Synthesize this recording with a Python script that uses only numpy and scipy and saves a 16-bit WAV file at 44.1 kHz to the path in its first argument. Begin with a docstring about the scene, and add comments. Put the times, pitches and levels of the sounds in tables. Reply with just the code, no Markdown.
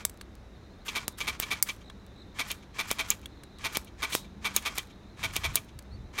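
"""An electric airsoft gun, some metres off, fires at small targets on a concrete ledge near the microphone.
A target is struck at once, over a low outdoor rumble. In each shot that follows, gears whirr, the piston
slams and the action clacks; about 0.13 s after the slam a BB snaps on concrete or rings a target, which
topples into gravel. Around 2 s a bird trills twice over a distant flock. Near the end a breeze puffs
on the microphone, a bird whistles and the gun fires once more."""
import sys
import numpy as np
from scipy import signal
from scipy.fft import rfft, irfft
from scipy.io import wavfile

SR = 44100
rng = np.random.default_rng(int(sys.argv[2]) if len(sys.argv) > 2 else 0)


def to_wav(s):
    """Save 16-bit WAV."""
    ch = np.atleast_2d(s).T  # columns
    pcm = np.round(np.clip(ch, -1, 1) * 32767)  # PCM
    wavfile.write(sys.argv[1], SR, pcm.astype(np.int16))


N = 273420
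T = np.arange(N) / SR

# shots: (time of the slam [s], motor run beforehand [s])
SHOT_TIMES = [(-.069, .05), (.951, .07), (1.2704, .07), (1.5062, .07), (2.387, .048), (2.785, .055),
              (2.985, .052), (3.6408, .06), (4.021, .048), (4.4449, .036), (4.652, .052), (5.2298, .068),
              (5.4358, .056), (6.179, .056)]
# blows within one slam: (delay [s], level [dB], t60 [s])
PISTON_BLOWS = [(.0003, -2.5, 0.057), (.0066, 4, 0.034), (.0095, 4.5, 0.027), (0.0146, 5, 0.053),
                (0.0194, 1.5, .03), (.0255, 1.5, 0.049)]
# spectrum of the slam: (frequency [Hz], level [dB])
PISTON_SPECTRUM = [(100, -38.5), (260, -4.5), (550, -10.5), (1000, -1.5), (1700, -5), (2400, 3), (2950, -7),
                   (3500, 2.5), (5000, -7.5), (6500, -7.5), (7800, -15), (9500, -9), (10500, -20),
                   (12000, -11.5), (16000, -27.5)]
def piston_slams(slam_db=-32.4):
    """Impact excitation: the spring-driven piston slams home in a run of blows, equally hard each shot."""
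    slams = [(s, slam_db) for s, _ in SHOT_TIMES]
    return rattle(slams, PISTON_BLOWS, PISTON_SPECTRUM, alike=.87, jitter_s=.0002)


# clacks of the action: (time [s], level [dB])
ACTION_CLACKS = [(0.881, -30.5), (1.204, -29.5), (1.4226, -29.5), (1.687, -30.5), (2.502, -30),
                 (2.9034, -29.5), (3.106, -30.5), (3.7485, -29.5), (4.122, -30.5), (4.566, -30.5),
                 (4.7766, -29.5), (5.3564, -29), (5.562, -31.5)]
# blows within one clack: (delay [s], level [dB], t60 [s])
ACTION_BLOWS = [(.0006, -3, 0.028), (.0035, -3, 0.042), (.0085, 0, .032), (.015, -7, 0.049)]
# spectrum of the clack: (frequency [Hz], level [dB])
ACTION_SPECTRUM = [(100, -5.5), (300, -0.5), (700, -6), (1050, 2.5), (1600, -5), (2400, 6.5), (3600, 8),
                   (5000, -2), (6500, 3), (8000, -10), (12000, -11), (16000, -51)]
def action_clacks(settle_s=.122, settle_db=-24.5):
    """Impact excitation: the action clacks, then sounds again faintly as it settles."""
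    settling = [(s + settle_s, db + settle_db) for s, db in ACTION_CLACKS]
    return rattle(ACTION_CLACKS + settling, ACTION_BLOWS, ACTION_SPECTRUM, alike=.42, jitter_s=.0003)


# resonances of the gun's body: (frequency [Hz], width [Hz], lift [dB])
BODY_MODES = [(428.4, 20, 9), (660.5, 32, 11), (901, 29, 5.5), (1073, 34, 4.5), (1185, 75.7, 9.5),
              (1480, 40, 6.5), (1955, 34, 8.5), (2093, 46, 1.5), (2253, 52, 5), (2326, 97, 13),
              (2520, 40, 6), (2730, 40, 4.5), (3152, 78, 8.5), (3415, 70, 4)]
def rattle(events, blows, spectrum, alike, jitter_s):
    """Modal response: blows ring the gun's body; the share `alike` of their energy repeats each time."""
    t, out = T[:SR // 8], np.zeros(N)
    usual_blows = [crack(t, t60) for _, _, t60 in blows]
    for s, db in events:
        for (delay, blow_db, t60), usual in zip(blows, usual_blows):
            blow = np.sqrt(alike) * usual + np.sqrt(1 - alike) * crack(t, t60)
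            blow *= np.sqrt(SR * t60 / np.log(1000))  # a longer decay carries more energy
            add(out, s + delay + jitter_s * rng.standard_normal(), undb(db + blow_db) * blow)
    return through(out, response(spectrum, BODY_MODES))


# spectrum of the grinding teeth: (frequency [Hz], level [dB])
GEAR_SPECTRUM = [(150, 11), (500, -7.5), (1100, 10), (1600, 5.5), (2500, 2.5), (4500, 0), (7000, -2),
                 (9000, -9.5), (16000, -24)]
# resonances of the gearbox shell: (frequency [Hz], width [Hz], lift [dB])
GEARBOX_MODES = [(1094, 160, 1.5), (1500, 180, -6.5), (2320, 400, 8), (3220, 180, 7)]
def gears(spin_up_s=.04, run_on_s=.11, gear_db=-46, tooth_hz=490, whine_hz=1800, sag=.35):
    """Gear-mesh noise: teeth collide as the motor winds the spring; its whine sags under the load."""
    t, drive, whine = T[:SR // 4], np.zeros(N), np.zeros(N)
    for s, lead in SHOT_TIMES:
        stop = lead + run_on_s
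        running = np.interp(t, [0, spin_up_s, stop - .03, stop], [0, 1, 1, 0])
        roughness = 1 + .15 * rng.standard_normal(len(t))
        hz = whine_hz * (1 - sag * t / t[-1]) * roughness
        add(drive, s - lead, running)
        add(whine, s - lead, running * np.sin(2 * np.pi * np.cumsum(hz) / SR))
    mesh = tooth_hz * T
    tooth_force = undb(2 * rng.standard_normal(N))[mesh.astype(int)]
    teeth = tooth_force * np.exp(-(mesh % 1))
    grind = through(teeth * rng.standard_normal(N), response(GEAR_SPECTRUM, GEARBOX_MODES))
    grind = np.minimum(drive, 1) * grind / grind.std()
    return undb(gear_db) * (grind + undb(-9) * whine * teeth / teeth.mean())


# spectrum of scraping metal: (frequency [Hz], level [dB])
SCRAPE_SPECTRUM = [(300, -33), (1200, 2), (3000, -2), (5000, -5.5), (7000, -6), (10000, -9), (13000, -9),
                   (16000, -17.5)]
def slide(lead_s=.033, t60=.23, below_clack_db=14, catch_hz=700):
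    """Stick-slip friction: metal scrapes along its guide up to each clack, and the scrape dies away."""
    push = np.zeros(N)
    for s, db in ACTION_CLACKS:
        rise = np.interp(T - s, [-lead_s, -lead_s / 2], [0, 1])
        push += undb(db - below_clack_db) * rise * fade(np.maximum(T - s, 0), t60)
    catches = undb(3 * rng.standard_normal(N))[(T * catch_hz).astype(int)]
    return push * catches * hiss(SCRAPE_SPECTRUM)


# BBs on concrete: (time [s], level [dB], relative level of the BB's ring [dB])
CONCRETE_HITS = [(1.0809, 1, -9), (1.4002, 0.5, 0.5), (2.516, -7.5, -20), (2.914, 5, -10),
                 (3.771, 3.5, -10), (4.1512, 6.5, -12), (4.7826, -1, -4), (5.365, 2, -6)]
# spectrum of the snap: (frequency [Hz], level [dB])
SNAP_SPECTRUM = [(40, -11.5), (200, 9.5), (450, 10), (1100, 5.5), (2500, 5), (4500, 2.5), (8500, 3),
                 (10400, 1), (12500, 3.5), (16000, -7)]
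def concrete_hits(bb_hz=14300, bb_t60=.0013):
    """Acceleration noise: a BB stops dead on concrete, radiating one sharp pulse and a brief high ring."""
    t, out = T[:2048], np.zeros(N)
    for s, db, ring_db in CONCRETE_HITS:
        pulse = response(SNAP_SPECTRUM, tilt_db=2 - .29 * db)  # square hits are fuller than glancing ones
        snap = -pulse + undb(ring_db) * ring(t, bb_hz, bb_t60)
        scatter = undb(-10) * through(crack(t, .022), pulse)
        add(out, s, undb(db) * with_echo(snap + scatter, lag_s=.00093, db=-19))
    return out


WALL_ECHO_S = .0018
# BBs on targets: (time [s], level [dB], tilt [dB/octave],
# low mode [Hz], its weight [dB], high mode [Hz], its weight [dB])
TARGET_STRIKES = [(0.0512, 0, -3.5, 3670, -9.5, 7510, 0), (1.6257, 8.5, 0.2, 4780, -8, 8160, -16),
                  (3.1033, 1.5, 1, 6800, 3.5, 7340, 2), (4.5634, 7, -2.5, 3800, -9.5, 6530, -3),
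                  (5.5562, 6.5, -1.7, 3900, -8, 9600, -15)]
# spectrum of a target's shell: (frequency [Hz], level [dB])
SHELL_SPECTRUM = [(80, -24.5), (400, -7.5), (1300, -12), (2500, -16), (5300, -2), (7000, 0.5), (9500, 5),
                  (12000, 3.5), (16000, 5)]
def target_hits(body_t60=.026, mode_t60=.012, column_hz=2200):
    """Free vibration: a BB cracks on a hollow target, ringing two shell modes and its air column."""
    t, out = T[:4096], np.zeros(N)
    for s, db, tilt_db, low_hz, low_db, high_hz, high_db in TARGET_STRIKES:
        shell = response(SHELL_SPECTRUM, tilt_db=tilt_db)
        blow = through(crack(t, t60=.0024), shell)
        body = undb(-7) * through(crack(t, body_t60), shell)
        modes = undb(low_db) * ring(t, low_hz, mode_t60) + undb(high_db) * ring(t, high_hz, mode_t60)
        air_column = undb(-21) * ring(t, column_hz, t60=.035)
        add(out, s, undb(db) * (blow + body + undb(-2) * modes + air_column))
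        # the wall just behind returns the crack, partly smeared by the gravel
        smear = undb(-5) * through(crack(t, body_t60), shell)
        add(out, s + WALL_ECHO_S, undb(db - 3) * (blow + smear))
    return out


# landings on gravel: (time [s], level [dB], tilt [dB/octave], ring [Hz], relative ring level [dB])
GRAVEL_DROPS = [(0.096, -19, 4.5, 11400, -11), (.212, -17.5, -1.5, 4380, -7), (1.185, -19, 8, 8800, -12),
                (1.418, -19, 1, 14000, -3), (1.899, -21, -4.5, 3400, -2), (2.928, -17, 9, 13100, -3.5),
                (3.258, -13.5, 1, 3387, 3.5), (3.435, -24.5, -0.5, 3670, -20), (3.586, -27.5, 1, 3970, 0),
                (3.846, -27, 8, 11000, -12), (4.624, -22, 0, 9200, -9), (5.7897, -20.5, 1.5, 4570, -8)]
def gravel_drops():
    """Damped impacts: toppled targets and spent BBs tick on the stones, doubled by the wall behind."""
    t, out = T[:2048], np.zeros(N)
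    for s, db, tilt_db, hz, ring_db in GRAVEL_DROPS:
        stone = response([(200, -22), (1500, 6), (4500, -2.5), (9000, 0), (16000, -11)], tilt_db=tilt_db)
        tick = through(crack(t, t60=.018), stone) + undb(ring_db) * ring(t, hz, t60=.01)
        add(out, s, undb(db) * unit(with_echo(tick, WALL_ECHO_S, db=-4)))
    return out


def skitter(grains=2, within_s=.45, mean_db=-36, spread_db=3):
    """Granular settling: after each target is struck, grains of gravel shift with faint ticks."""
    out = np.zeros(N)
    grit = response([(200, -20), (2000, 0), (9000, 0), (16000, -6)])
    for s, *_ in TARGET_STRIKES:
        for when, size in rng.random((grains, 2)):
            tick = through(crack(T[:2048], t60=.012), grit)
            add(out, s + when * within_s, undb(mean_db + spread_db * (2 * size - 1)) * tick)
    return out


def swish(peak_s=4.149, rise_s=.035, ring_hz=3800):
    """Exponential decay: a hiss swells into the hardest hit on concrete and fades, leaving a faint ring."""
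    envelope = np.interp(T - peak_s, [-rise_s, 0], [0, 1]) * fade(np.maximum(T - peak_s, 0), t60=.16)
    rush = envelope * hiss([(300, -16), (2000, -1), (4000, 6), (8000, 4.5), (16000, -5)])
    narrow_band = hiss([(300, -30), (ring_hz, 0), (16000, -30)], [(ring_hz, 420, 15)])
    return undb(-32) * rush + undb(-44) * fade(T - peak_s, t60=.28) * narrow_band


def with_echo(x, lag_s, db):
    """Specular reflection: the wall behind the ledge returns a hit a moment later."""
    out = x.copy()
    add(out, lag_s, undb(db) * x)
    return out


def yard(x, dull_t60, bright_t60, bright_db):
    """Reverberation: scattered reflections from concrete walls build into a dull wash and a bright one."""
    t = T[:SR]
    dull = hiss([(100, -23), (1000, 15), (1700, 4.5), (2300, -7.5), (3200, 2.5), (7000, -.5),
                 (16000, -22.5)])
    bright = hiss([(1000, -24), (2400, -21.5), (4000, -2), (6500, -.5), (16000, -8.5)])
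    tail = dull[:SR] * fade(t, dull_t60) + undb(bright_db) * bright[:SR] * fade(t, bright_t60)
    build_up = 1 - fade(t, .012)
    return through(x, unit(tail * build_up))


# trills: (time [s], mean level of the last note [dB])
BIRD_TRILLS = [(1.836, -50), (2.157, -49.5)]
# pitch of a trill note: (start [Hz], middle [Hz], end [Hz])
NOTE_GLIDE = (4200, 3890, 3600)
# arched whistle: (time [s], length [s], start [Hz], middle [Hz], end [Hz], mean level [dB])
BIRD_WHISTLES = [(5.906, 0.068, 3950, 4470, 4270, -56)]
def near_bird(note_every_s=.019, note_s=.0172, rise_db=3):
    """Amplitude modulation: two four-note trills, each growing louder, and a whistle flutter in level."""
    song = np.zeros(N)
    for s, last_db in BIRD_TRILLS:
        for note in range(4):
            db = last_db - (3 - note) * rise_db
            add(song, s + note * note_every_s, undb(db) * chirp(note_s, *NOTE_GLIDE))
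    for s, length_s, *glide, db in BIRD_WHISTLES:
        add(song, s, undb(db) * chirp(length_s, *glide))
    return song * wander(turns_per_s=300, depth_db=2.5)


def flock(centre_hz=3880, spread=.17, calls=900, twitter_db=-68.5):
    """Incoherent summation: many distant falling chirps, blurred by the walls, merge into a twitter."""
    chirps = np.zeros(N)
    for when, pitch, size in rng.random((calls, 3)):
        hz = centre_hz * (1 + spread * (pitch - .5))
        add(chirps, when * N / SR, size * chirp(.018, hz * 1.06, hz, hz * .94, overtone_db=-30))
    twitter = through(chirps, crack(T[:SR // 4], t60=.26))
    return undb(twitter_db) * wander(turns_per_s=5, depth_db=2) * twitter / twitter.std()


def chirp(length_s, start_hz, middle_hz, end_hz, overtone_db=-20):
    """Frequency modulation: a whistle with two weak overtones glides along a parabola."""
    progress = np.linspace(0, 1, int(length_s * SR))
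    hz = np.polyval(np.polyfit([0, .5, 1], [start_hz, middle_hz, end_hz], 2), progress)
    phase = 2 * np.pi * np.cumsum(hz) / SR
    return np.sin(np.pi * progress) * sum(undb(overtone_db * k) * np.sin((k + 1) * phase) for k in range(3))


# swell of the drone: (peak time [s], half length [s], level [dB])
DRONE_PEAK = (4.39, 0.15, -50.5)
def far_drone(hz=197, steady_db=-60.5):
    """Narrow-band noise: a far drone holds one rough pitch and swells once."""
    band = hiss([(60, -25), (hz, 0), (600, -35), (16000, -100)], [(hz, 45, 16)])
    return (undb(steady_db) + swell(*DRONE_PEAK)) * band


# puffs of breeze: (peak time [s], half length [s], level [dB])
PUFFS = [(5.29, 0.11, -43.5), (5.484, 0.087, -39.5), (5.767, 0.015, -38.5), (6.008, 0.1, -41)]
def breeze():
    """Turbulent pressure: puffs of air on the microphone make a deep flutter."""
    flutter = hiss([(15, -33), (30, -6.5), (60, 1), (130, -5.5), (220, -25), (600, -45.5), (16000, -100)])
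    return sum(swell(*puff) for puff in PUFFS) * flutter


# spectra of the rumble and of the distant wash: (frequency [Hz], level [dB])
RUMBLE_SPECTRUM = [(15, -39.5), (30, -9.5), (57, -0.5), (100, -7), (160, -17.5), (300, -31.5), (800, -73),
                   (16000, -100)]
WASH_SPECTRUM = [(60, -8.5), (150, -4), (200, -0.5), (240, -1.5), (330, -2.5), (500, -8), (1000, -14),
                 (2000, -18.5), (3000, -25.5), (4000, -28), (6300, -30), (8000, -38.5), (12000, -42),
                 (16000, -47)]
def open_air(rumble_db=-51.5, wash_db=-54):
    """Stationary noise: a low outdoor rumble lies under a soft wash of distant sound."""
    return undb(rumble_db) * hiss(RUMBLE_SPECTRUM) + undb(wash_db) * hiss(WASH_SPECTRUM)


def undb(db):
    """Logarithmic level: decibels to amplitude gain."""
    return 10 ** (np.asarray(db) / 20)


def unit(x):
    """Normalisation to an energy of one."""
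    return x / np.sqrt(np.sum(x ** 2))


def add(track, s, sound):
    """Superposition: mix a sound into a track at time s."""
    i = int(round(s * SR))
    sound, i = sound[max(-i, 0):], max(i, 0)
    track[i:i + len(sound)] += sound[:max(len(track) - i, 0)]


def fade(t, t60):
    """Exponential decay from t = 0, falling 60 dB in t60 seconds."""
    return (t >= 0) * np.exp(-np.log(1000) * np.maximum(t, 0) / t60)


def swell(s, half_s, db):
    """Gaussian envelope that peaks at time s."""
    return undb(db) * np.exp(-((T - s) / half_s) ** 2)


def wander(turns_per_s, depth_db):
    """Random modulation: a gain that drifts from one level to the next."""
    turns = np.arange(0, T[-1] + 1, 1 / turns_per_s)
    return undb(depth_db * np.interp(T, turns, rng.standard_normal(len(turns))))


def ring(t, hz, t60):
    """Damped oscillation of one struck mode, energy one."""
    return unit(np.sin(2 * np.pi * hz * t) * fade(t, t60))


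def crack(t, t60):
    """Modal overlap: dense modes as decaying noise evened out to a flat spectrum, energy one."""
    burst = rng.standard_normal(len(t)) * fade(t, t60)
    for _ in range(2):
        spectrum = rfft(burst)
        burst = irfft(spectrum / (abs(spectrum) + 1e-12), len(t)) * fade(t, 10 * t60)
    return unit(burst)


def response(spectrum, peaks=(), tilt_db=0, size=4096):
    """Minimum-phase impulse response with resonances and a treble tilt per octave, energy one."""
    hz = np.maximum(np.fft.rfftfreq(size, 1 / SR), 1)
    points, levels = np.transpose(spectrum)
    db = np.interp(np.log(hz), np.log(points), levels) + tilt_db * np.log2(np.maximum(hz, 1200))
    for centre, width, lift in peaks:
        db = db + lift / (1 + (2 * (hz - centre) / width) ** 2)
    cepstrum = irfft(np.log(undb(db)))
    causal = irfft(np.exp(rfft(2 * cepstrum[:size // 2], size)))[:size // 2]
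    return unit(causal * signal.windows.tukey(size, .5)[size // 2:])


def through(x, ir):
    """Convolution of a sound with an impulse response."""
    return signal.fftconvolve(x, ir)[:len(x)]


def hiss(spectrum, peaks=()):
    """Spectral shaping of white noise, rms about one."""
    return through(rng.standard_normal(N), response(spectrum, peaks))


def scene():
    """Superposition of the distant gun, the close impacts, their reverberation and the background."""
    gun = piston_slams() + action_clacks() + gears() + slide()
    impacts = concrete_hits() + target_hits() + gravel_drops() + skitter() + swish()
    gun_echo = undb(-26) * yard(gun, dull_t60=.73, bright_t60=.77, bright_db=-1.5)
    impact_echo = undb(-23.5) * yard(impacts, dull_t60=.25, bright_t60=.13, bright_db=10)
    background = far_drone() + breeze() + open_air() + flock() + near_bird()
    return (gun + impacts + gun_echo + impact_echo + background)[None]


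def record(dry):
    """Saturation and band limiting: the microphone rounds off the hardest cracks and cuts the top treble."""
    ceiling, top_hz = .7, 15900
    low_pass = signal.ellip(8, .2, 70, top_hz, fs=SR, output="sos")
    return signal.sosfilt(low_pass, ceiling * np.tanh(dry / ceiling))


dry = scene()
out = record(dry)
to_wav(out)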